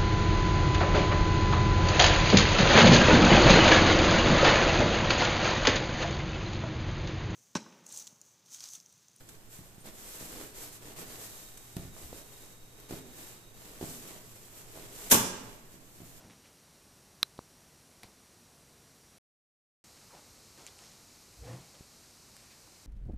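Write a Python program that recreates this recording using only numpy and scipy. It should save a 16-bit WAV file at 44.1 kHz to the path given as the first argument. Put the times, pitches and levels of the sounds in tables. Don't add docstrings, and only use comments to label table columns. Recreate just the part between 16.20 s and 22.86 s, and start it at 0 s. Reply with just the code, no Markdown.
import sys
import numpy as np
from scipy.fft import rfft, irfft, next_fast_len
from scipy.io import wavfile
from scipy.ndimage import map_coordinates

SR = 44100
rng = np.random.default_rng(int(sys.argv[2]) if len(sys.argv) > 2 else 0)


def waveform_to_disk(signal):
    frames = np.transpose(np.atleast_2d(signal))
    scaled = np.clip(frames, -1, 1) * 32767
    samples = np.round(scaled).astype(np.int16)
    wavfile.write(sys.argv[1], SR, samples)


N = 293706
TIME = np.arange(N) / SR


def amp(db):
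    return 10 ** (np.asarray(db) / 20)


def unit(x):
    return x / np.sqrt(np.mean(x ** 2) + 1e-20)


def filtered(x, response):
    size = next_fast_len(len(x) + 8192)
    return irfft(rfft(x, size) * response(np.fft.rfftfreq(size, 1 / SR)), size)[:len(x)]


def coloured(x, spectrum):
    points_hz, db = np.transpose(spectrum)
    return unit(filtered(x, lambda f: amp(np.interp(np.log(f + 1), np.log(points_hz), db))))


def resonance(f, hz, width):
    return 1j * f * width / (hz * hz - f * f + 1j * f * width)


def wobble(rate):
    return map_coordinates(rng.standard_normal(int(N * rate / SR) + 4), [TIME * rate])


def glided(x, speed):
    return map_coordinates(x, [np.cumsum(speed)], mode="wrap")


def add(track, s, sound):
    start = int(np.clip(round(s * SR), 0, N - len(sound)))
    track[start:start + len(sound)] += sound


def fibres(rate, spread_db):
    slips = rng.random(N) < rate / SR
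    return slips * rng.standard_normal(N) * amp(spread_db * rng.standard_normal(N))


def pressure(start, length, release_db, attack=.3):
    progress = (TIME - start) / length
    rise = np.sin(np.pi / 2 * np.clip(progress / attack, 0, 1))
    return rise * amp(-release_db * np.maximum(progress - attack, 0) / (1 - attack))


# start t/s, end t/s
SHOTS = [(-.1, 2.984), (3.641, 6.8)]
# f/Hz, relative level/dB
FIRST_HISS = [(20, -13), (50, -1.5), (200, 0), (500, -6), (1000, -9.5), (1600, -12.5), (3500, -15),
              (4100, -12), (5100, -13), (5700, -11.5), (7200, -13.5), (10200, -15), (11200, -18.5),
              (14000, -18.5)]
SECOND_HISS = [(20, -10), (50, 0.5), (100, 2), (250, -1.5), (600, -6.5), (1200, -8.5), (1700, -12),
               (2300, -10.5), (3450, -14), (4100, -6.5), (6500, -7), (8300, -9.5), (9600, -13.5),
               (14000, -16.5)]
# f/Hz, rms level/dB, phase wander/rad
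WHINE = [(143, -78, .6), (5733, -75.5, .8), (8000, -88, .4), (9000, -84.5, .4), (10010, -81.5, 1.8),
         (12000, -90, 1.2)]


def hiss(first_db=-60, second_db=-57, waver_db=1.8):
    tones = np.zeros(N)
    for hz, db, wander in WHINE:
        phase = 2 * np.pi * hz * TIME + wander * wobble(min(hz / 10, 120))
        tones += amp(db) * unit(np.sin(phase) * amp(waver_db * wobble(14)))
    first = amp(first_db) * coloured(rng.standard_normal(N), FIRST_HISS) + tones
    second = amp(second_db) * coloured(rng.standard_normal(N), SECOND_HISS)
    return np.where(TIME < SHOTS[1][0], first, second)


# f/Hz, relative level/dB
COVER = [(40, -22), (150, -6), (400, -1), (820, -1), (1100, -6.5), (1900, -11.5), (3000, -18), (6000, -25),
         (14000, -38)]
# start t/s, length t/s, level/dB
SLIDES = [(-.03, .19, -60), (.235, .09, -66), (1.825, .09, -61), (3.922, .12, -57), (4.355, .21, -58.5),
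          (4.585, .16, -64), (5.22, .25, -57.5), (5.53, .09, -66), (6.46, .05, -64)]


def body_slides(flicker_db=1.2):
    weight = sum(amp(db) * pressure(s, length, release_db=13, attack=.25) for s, length, db in SLIDES)
    return weight * amp(flicker_db * wobble(45)) * coloured(fibres(rate=9000, spread_db=2), COVER)


# f/Hz, relative level/dB
PADS = [(400, -20.5), (1500, -5.5), (2400, -0.5), (3400, -3), (6000, -13), (14000, -28)]
CLAWS = [(500, -26.5), (2000, -6), (3500, -0.5), (6500, 2), (8500, -4), (11000, -11), (14000, -14.5)]
# start t/s, length t/s, level/dB, claws out/0-1
STROKES = [(-.02, .12, -67, .6), (.09, .07, -65.5, .05), (.23, .1, -68, .1), (1.826, .045, -60, .3),
           (3.74, .14, -69, .2), (3.925, .1, -67, .1), (4.345, .19, -61, .9), (4.464, .05, -58.5, .4),
           (4.57, .22, -60.5, .85), (5.225, .24, -58.5, .5), (5.53, .09, -67, .2), (6.16, .14, -63, .4),
           (6.29, .1, -66.5, .6)]


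def paw_strokes(flicker_db=1.5):
    pads = coloured(fibres(rate=6000, spread_db=3), PADS)
    claws = coloured(fibres(rate=4000, spread_db=3), CLAWS)
    out = np.zeros(N)
    for s, length, db, claws_out in STROKES:
        contact = np.sqrt(1 - claws_out) * pads + np.sqrt(claws_out) * claws
        out += amp(db) * pressure(s, length, release_db=11) * contact
    return amp(flicker_db * wobble(60)) * out


# t/s, level/dB, push t/s
BUMPS = [(0.0497, -48, .0009), (1.1912, -31, .0003), (1.8335, -50, .0005), (1.8425, -49, .0005),
         (1.852, -51, .0012), (4.118, -54, .0007), (5.6095, -43, .0008), (6.477, -53, .0003)]


def case_bumps(hollow_db=2):
    knocks = np.zeros(N)
    for s, db, push in BUMPS:
        u = (TIME - s) / push
        knocks -= amp(db) * 2 * u / (1 + u * u) * np.exp(-np.abs(u) / 7)
    return knocks + amp(hollow_db) * filtered(knocks, lambda f: resonance(f, hz=1100, width=350))


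# f/Hz, half-width f/Hz, level/dB, loudest t/s, swell t/s, roughness/0-1, pitch rise/share
BED_MODES = [(59, 8, -51, 5.228, .04, .05, .04), (121, 14, -43.5, 5.303, .044, .05, .02),
             (105, 40, -55, 5.22, .035, .3, .05), (110, 45, -56, 5.36, .06, .8, 0),
             (175, 25, -58, 5.31, .05, .4, .03), (285, 90, -54.3, 5.315, .045, .9, .05),
             (492, 30, -51.3, 5.279, .036, .2, .05), (660, 280, -53.8, 5.305, .048, 1, .05),
             (1780, 140, -65.5, 5.30, .04, .9, .03), (95, 25, -64.5, .075, .028, .1, 0),
             (220, 130, -61, .075, .055, .9, 0)]


def mattress(drift_rad=.8, flutter_db=1.8, loading=.77):
    out = np.zeros(N)
    for hz, half_width, db, s, swell, roughness, rise in BED_MODES:
        width = 2 * half_width
        phase = 2 * np.pi * hz * TIME + drift_rad * wobble(width)
        hum = unit(np.sin(phase) * amp(flutter_db * wobble(width)))
        rumble = unit(filtered(rng.standard_normal(N), lambda f: resonance(f, hz, width) ** 2))
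        ring = np.sqrt(1 - roughness) * hum + np.sqrt(roughness) * rumble
        u = (TIME - s) / swell
        load = np.where(u < 0, np.exp(-loading * u * u), 1 / np.cosh(np.clip(u, 0, 20)))
        out += amp(db) * load * glided(ring, speed=1 + rise * np.tanh(u))
    return out


# t/s, relative level/dB, centre f/Hz, width f/Hz
TICKS = [(0.0992, -46, 1600, 1900), (.1085, -47, 2000, 2000), (.134, -50, 1500, 2000),
         (.256, -50, 2500, 700), (1.1792, -46.5, 4100, 2500), (1.1908, -42.5, 4200, 1000),
         (1.8324, -39.5, 2600, 7000), (1.8328, -40, 750, 600), (1.8332, -39.5, 2600, 900),
         (1.8336, -42, 9500, 4500), (1.8338, -41, 4500, 3000), (1.8412, -45, 650, 1200),
         (4.4656, -33, 6700, 2600), (4.4658, -38, 2700, 2400), (4.4728, -44, 7500, 3000),
         (4.4750, -40.5, 3300, 2000), (4.4845, -45, 3500, 1500), (4.5855, -45, 7000, 3500),
         (4.5900, -43, 3000, 7000), (6.1660, -47, 1900, 2200), (6.1665, -41.5, 6500, 7000)]


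def claw_ticks(t60=.0028, tail_db=-25, tail_t60=.06):
    out, t = np.zeros(N), TIME[:SR // 10]
    decay = amp(-60 * t / t60) + amp(tail_db - 60 * t / tail_t60)
    for s, db, hz, width in TICKS:
        snap = filtered(rng.standard_normal(len(t)) * decay, lambda f: resonance(f, hz, width) ** 2)
        add(out, s, amp(db + 10.5) * snap / np.linalg.norm(snap))
    return out


# f/Hz, relative level/dB, 60 dB decay t/s
CASE_MODES = [(240, -32, .009), (750, -28, .004), (1250, -21, .0075), (1620, -26, .009),
              (2350, -14.5, .003), (3880, -.5, .0036), (4700, -15, 0.0033), (5400, -15, 0.0046),
              (6300, -22, .004), (8060, -24, .005), (9600, -14, .0028), (12000, -18, 0.0027),
              (13500, -16.5, .003), (4030, -46, .06)]


def case_click(at_s=1.0298, modes_db=4.5, attack_s=.0006, chatter_db=-28, chatter_t60=.011):
    out, t = np.zeros(N), TIME[:SR // 10]
    modes = sum((-1) ** k * amp(db - 60 * t / t60) * np.sin(2 * np.pi * hz * t)
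                for k, (hz, db, t60) in enumerate(CASE_MODES))
    chatter = unit(filtered(rng.standard_normal(len(t)), lambda f: resonance(f, hz=3000, width=6900)))
    snap = amp(modes_db) * modes + chatter * amp(chatter_db - 60 * t / chatter_t60)
    add(out, at_s, snap * (1 - np.exp(-t / attack_s)))
    return out


# start t/s, length t/s, level/dB, first f/Hz, last f/Hz, starting width f/Hz
SWISHES = [(1.829, .03, -61.5, 4800, 4300, 1500), (3.9, .07, -59, 1300, 550, 700),
           (3.945, .1, -66, 1050, 850, 700), (6.292, .07, -66, 2350, 1900, 800)]


def fur_swishes():
    out = np.zeros(N)
    for s, length, db, first_hz, last_hz, width in SWISHES:
        friction = fibres(rate=9000, spread_db=2)
        band = unit(filtered(friction, lambda f: resonance(f, first_hz, width) ** 2))
        speed = (last_hz / first_hz) ** np.clip((TIME - s) / length, 0, 1)
        out += amp(db) * pressure(s, length, release_db=7) * glided(band, speed)
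    return out


def scene():
    mono = hiss() + body_slides() + paw_strokes() + case_bumps()
    mono += mattress() + claw_ticks() + case_click() + fur_swishes()
    return np.array([mono, mono])


def record(dry, ceiling=.42, top_hz=14050):
    rounded = dry / (1 + (dry / ceiling) ** 4) ** .25
    running = sum((TIME > start) & (TIME < end) for start, end in SHOTS)
    return np.array([filtered(channel * running, lambda f: f < top_hz) for channel in rounded])


dry = scene()
out = record(dry)
waveform_to_disk(out)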